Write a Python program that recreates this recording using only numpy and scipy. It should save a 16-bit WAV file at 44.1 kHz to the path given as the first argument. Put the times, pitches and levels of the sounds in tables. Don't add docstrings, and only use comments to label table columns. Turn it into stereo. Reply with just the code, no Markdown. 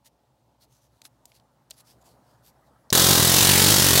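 import sys
import numpy as np
from scipy import signal
from scipy.fft import rfft, irfft, next_fast_len
from scipy.io import wavfile
from scipy.ndimage import uniform_filter1d, map_coordinates

SR = 44100
rng = np.random.default_rng(int(sys.argv[2]) if len(sys.argv) > 2 else 0)


def digitize_waveform(pressure):
    field = np.atleast_2d(pressure).T
    bounded = np.clip(field, -1, 1)
    quanta = np.round(bounded * 32767).astype(np.int16)
    wavfile.write(sys.argv[1], SR, quanta)


def level_to_linear(level):
    exponent = np.asarray(level, float) / 20
    return 10 ** exponent


N = 176400

# frequency in Hz, correlation.
ALIKE = [(60, 0.51), (180, 0.94), (550, 0.62), (1650, -0.54), (4970, -0.34), (15000, -0.67)]


def unit(x):
    return x / np.sqrt(np.mean(x ** 2) + 1e-20)


def along(points, hz):
    point_hz, value = np.transpose(points)
    return np.interp(np.log(hz + 1), np.log(point_hz + 1), value)


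def wobble(rate_hz):
    knots = rng.standard_normal(int(N * rate_hz / SR) + 4)
    return map_coordinates(knots, [np.arange(N) * rate_hz / SR])


def filtered(x, response):
    size = next_fast_len(x.shape[-1] + 8192)
    spectrum = rfft(x, size) * response(np.fft.rfftfreq(size, 1 / SR))
    return irfft(spectrum, size)[..., :x.shape[-1]]


def bell(hz, centre_hz, wide):
    return np.exp(-(np.log((hz + 1) / centre_hz) / wide) ** 2)


def push(t, rise_s, fall_s):
    age = np.abs(t)
    return (1 - np.exp(-age / rise_s)) * np.exp(-age / fall_s) * (t > 0)


def decay(t, t60_s, db=0):
    return level_to_linear(db - 60 * t / t60_s)


def panned(db, pan_db):
    return level_to_linear(db + np.array([[pan_db], [-pan_db]]) / 2)


def rush(colour, alike, patchy_db):
    z = signal.stft(rng.standard_normal((2, N)), nperseg=512)[2]
    field = uniform_filter1d(rng.standard_normal(z.shape[1:]), 6, 0)
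    field = uniform_filter1d(field, 8, 1)
    pair = signal.istft(z * level_to_linear(patchy_db * unit(field)), nperseg=512)[1][:, :N]

    def mid_side_gain(hz):
        angle = np.arccos(np.clip(along(alike, hz), -1, 1)) / 2
        return level_to_linear(along(colour, hz)) * [np.cos(angle), np.sin(angle)]

    mid, side = filtered(pair, mid_side_gain)
    return unit(np.array([mid + side, mid - side]))


def add(out, start_s, x):
    i = int(round(start_s * SR))
    out[:, i:i + x.shape[1]] += x[:, :max(out.shape[1] - i, 0)]


def arc():
    # time in seconds, level in dB, grip resonance in dB, depth of the shadow below it in dB.
    arc_course = [
        (2.93, -18.5, 3, 8.5),
        (3.218, -21, 1.5, 5.5),
        (3.45, -19.5, 1, 0),
        (3.91, -21, -0.5, 4.5),
        (4.0, -18, 4, 2),
    ]
    # peak over crack in dB, rise in s, fall in s, rebound share, rebound delay in s.
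    overload = [
        (12, 0.00029, 0.0019, 0.37, 0.00393),
        (13, 0.00013, 0.00065, 0.64, 0.00461),
    ]
    times_s = spark_times()
    count = len(times_s)
    when_s, *columns = np.transpose(arc_course)
    level_db, grip_db, shadow_db = (np.interp(times_s, when_s, c)[:, None, None] for c in columns)
    size_db = 0.5 * rng.standard_normal((count, 2))
    left_lag_s = 0.00022
    t = np.arange(SR // 4) / SR - np.array([[left_lag_s], [0]])
    late_s = np.maximum(t - .0006, 0)

    vary = np.exp(.15 * rng.standard_normal((count, 2, 4)))
    vary[:, :, 0] *= 1 + 0.85 * np.linspace(-.5, .5, count)[:, None]
    paths = echo_paths(count, t.shape)
    booms = boom(paths, late_s)
    cracks = crack_envelope(late_s) * crack_noise(paths, grip_db, shadow_db)

    out = np.zeros((2, N))
    for k, start_s in enumerate(times_s):
        thumps = np.array([thump(t[c], overload[c], vary[k, c]) for c in (0, 1)])
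        add(out, start_s, level_to_linear(level_db.mean() + size_db[k, 0]) * (thumps + booms[k]))
        add(out, start_s, level_to_linear(level_db[k] + 2.5 + size_db[k, 1]) * cracks[k])
    return out


def spark_times():
    # time in seconds, sparks fired so far.
    fired = [
        (2.929, 0),
        (3.042, 5),
        (3.1532, 10),
        (3.2746, 15),
        (3.3842, 20),
        (3.5348, 27),
        (3.6621, 33),
        (3.82, 41),
        (3.9955, 49),
    ]
    due_s, total = np.transpose(fired)
    count = int(total[-1]) + 1
    stray_s = .0012 + .0016 * rng.standard_normal(count)
    stray_s[0] = 0
    return np.interp(np.arange(count), total, due_s) - .0022 + stray_s


def thump(t, row, vary):
    db, rise_s, fall_s, share, delay_s = row
    pulse = push(t, rise_s, fall_s * vary[0])
    pulse = pulse - share * vary[1] ** 2 * push(t - delay_s * vary[2] + 0.0006, 0.00057, .0012)
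    pulse = pulse + 0.13 * vary[3] ** 2 * push(t - 0.00974, rise_s, fall_s)
    return level_to_linear(db) * pulse / pulse.max()


def echo_paths(count, shape):
    warm_up = 5
    fresh = rng.standard_normal((count + warm_up, *shape))
    return signal.lfilter([1], [1, -.75], fresh, axis=0)[warm_up:]


def boom(paths, late_s):
    # frequency in Hz, density in dB per Hz.
    boom_colour = [(40, -12), (90, 9.5), (250, -0.5), (400, 1), (700, -29)]
    noise = unit(filtered(paths + 0.49 * paths[:, ::-1], lambda hz: level_to_linear(along(boom_colour, hz))))
    return noise * level_to_linear(-2) * push(late_s, 0.0054, .08 / np.log(1000))


def crack_envelope(late_s):
    burst_t60_s, wall_s = .014, .0068
    shape = decay(late_s, burst_t60_s, 4)
    shape = shape + level_to_linear(-1) * push(late_s - wall_s, 0.0014, burst_t60_s / np.log(1000))
    shape = shape + decay(late_s, 0.13) + decay(late_s, 0.58, -2.5)
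    clumps_db = 2 * np.array([wobble(890), wobble(880)])[:, :late_s.shape[1]]
    return (1 - np.exp(-late_s / 0.00021)) * shape * level_to_linear(clumps_db)


def crack_noise(paths, grip_db, shadow_db):
    # frequency in Hz, density in dB per Hz.
    crack_colour = [(200, -18), (500, -8), (1200, -4.5), (2400, -3), (4000, -0.5), (7000, -2.5),
                    (13000, -5.5), (16000, -7.5)]

    def response(hz):
        grip = bell(hz, 3900, .14) + 2.07 * bell(hz, 730, 0.37)
        return level_to_linear(along(crack_colour, hz) + grip_db * grip - shadow_db * bell(hz, 2350, .18))

    return unit(filtered(paths, response))


def switch():
    # start in seconds, peak in dB, ring in Hz, left minus right in dB, brightness in dB.
    clicks = [
        (1.0172, -32, 4280, -5, -6),
        (1.052, -35, 2830, -8, 1),
        (1.2548, -29.5, 7200, 4.5, -6.5),
        (1.318, -37.5, 2750, -6, -12),
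        (1.3982, -47.5, 3960, 2, -5),
        (1.7075, -25, 7740, -7, -9),
        (1.7087, -26, 4150, 0, -8),
        (1.7124, -28.5, 3920, 4, -9),
        (2.9028, -10, 5030, -1.5, -14.5),
    ]
    out, t = np.zeros((2, N)), np.arange(SR // 8) / SR
    knock = decay(t, 0.029, -18) * np.sin(2 * np.pi * 610 * t)
    rise = 1 - np.exp(-t / 0.00049)
    for start_s, db, ring_hz, pan_db, bright_db in clicks:
        noise = rng.standard_normal((3, 2, len(t)))
        ring = unit(filtered(noise[0], lambda hz: bell(hz, ring_hz, 0.28)))
        snap, tail = unit(filtered(noise[1:], lambda hz: bell(hz, ring_hz, 1.1)))
        body = ring * decay(t, 0.015) + snap * decay(t, 0.011, 8 + bright_db)
        body = body + tail * decay(t, .1, -27) + knock
        add(out, start_s, panned(db - 7, pan_db) * body * rise)
    return out


def hand():
    # middle in seconds, length in seconds, level in dB, left minus right in dB.
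    rubs = [(.066, 0.056, -52.5, -3), (0.629, 0.078, -57.5, 1), (.75, 0.16, -63.5, -2),
            (.84, 0.11, -65.5, -2), (0.964, 0.19, -72, 0), (1.058, 0.057, -50.5, 6),
            (1.295, 0.099, -65, -1), (1.359, 0.083, -58.5, 0), (1.702, 0.0071, -53, 6),
            (1.74, 0.059, -62, 3), (1.792, 0.084, -52.5, -1), (1.897, 0.14, -56, -2),
            (2.02, 0.032, -61.5, -2), (2.065, 0.071, -59, -1), (2.104, 0.16, -64.5, -6),
            (2.3, 0.19, -68, -3), (2.471, 0.11, -55.5, -4), (2.67, 0.096, -72, -4)]
    focus_hz = [1940, 4400, 6200, 6050, 4000, 10700, 11500, 4340, 5500, 5000, 10400, 5100, 7000, 7460, 4400,
                4960, 13000, 4000]
    # frequency in Hz, density in dB per Hz.
    skin_colour = [(900, -9), (1800, -9.5), (4500, -1.5), (8500, -5), (11500, -5), (16000, -10.5)]
    out = np.zeros((2, N))
    skin = level_to_linear(1.8 * wobble(350)) * rush(skin_colour, [(1000, 0.042)], patchy_db=0.8)
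    for (middle_s, length_s, db, pan_db), centre_hz in zip(rubs, focus_hz):
        i = int((middle_s - length_s / 2) * SR)
        progress = np.arange(int(length_s * SR)) / SR / length_s
        stroke = skin[:, i:i + len(progress)]
        grain = unit(filtered(stroke, lambda hz: level_to_linear(6 * bell(hz, centre_hz, .12))))
        add(out, i / SR, panned(db, pan_db) * np.sin(np.pi * progress) ** 2 * grain)
    return out


def car():
    # time in seconds, nearness as level in dB.
    approach = [
        (0.0, -70.5),
        (0.19, -70),
        (1.37, -65),
        (1.7, -63.5),
        (2.14, -61.5),
        (2.88, -60.5),
    ]
    # frequency in Hz, density in dB per Hz.
    engine_colour = [(150, -0.5), (270, 3), (400, -3.5), (600, 1.5), (900, 2.5), (1100, -2), (2000, -19.5)]
    tyre_colour = [(800, -12), (1300, -5.5), (1900, -8), (2600, -31), (5000, -36)]
    rumble_colour = [(25, -38), (45, -18), (60, 10), (85, -19), (120, 3), (170, -14.5), (260, -22.5),
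                     (400, -58)]
    near_db = np.interp(np.arange(N) / SR, *np.transpose(approach))
    rise_db = near_db - near_db.max()
    engine = level_to_linear(near_db + wobble(3.52)) * rush(engine_colour, ALIKE, patchy_db=2.3)
    tyres = level_to_linear(near_db.max() - 6.5 + 1.5 * rise_db) * rush(tyre_colour, ALIKE, patchy_db=4.0)
    rumble = level_to_linear(-62 + 0.39 * rise_db + wobble(6.2)) * rush(rumble_colour, ALIKE, patchy_db=-0.6)
    return engine + tyres + rumble


def fan():
    # frequency in Hz, relative width, level in dB.
    resonances = [(253, .07, -76), (564, .07, -70), (854, .05, -68)]
    air = rush([(100, 0)], ALIKE, patchy_db=2.0)
    return filtered(air, lambda f: sum(level_to_linear(db + 16) * bell(f, hz, wide) for hz, wide, db in resonances))


def mains_hum():
    # frequency in Hz, level in dB.
    harmonics = [(60, -76), (120, -74)]
    t, hum = np.arange(N) / SR, np.zeros(N)
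    for hz, db in harmonics:
        hum += level_to_linear(db + 3.5 * wobble(9)) * np.sin(2 * np.pi * hz * t + 1.3 * wobble(9))
    return hum


def hiss():
    # frequency in Hz, density in dB per Hz.
    hiss_colour = [(500, -10), (2000, 1.5), (4000, 3), (8000, -3.5), (16000, -12)]
    return level_to_linear(-78) * rush(hiss_colour, [(1000, 0.005)], patchy_db=-0.3)


def scene():
    return arc() + switch() + hand() + car() + fan() + mains_hum() + hiss()


def low_pass(x):
    return signal.sosfilt(signal.butter(12, 16670, fs=SR, output="sos"), x)


def record(dry):
    clip_top, clip_hard = 1.02, 3.5
    low_cut_hz, top_hz, edge_hz = 70, 15900, 500
    clipped = dry / (1 + np.abs(dry / clip_top) ** clip_hard) ** (1 / clip_hard)

    def response(hz):
        low_cut = hz ** 3 / (hz ** 3 + low_cut_hz ** 3)
        past_edge = np.clip((hz - top_hz) / edge_hz + .5, 0, 1)
        return low_cut * np.cos(np.pi / 2 * past_edge) ** 2

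    return low_pass(filtered(clipped, response))


dry = scene()
out = record(dry)
digitize_waveform(out)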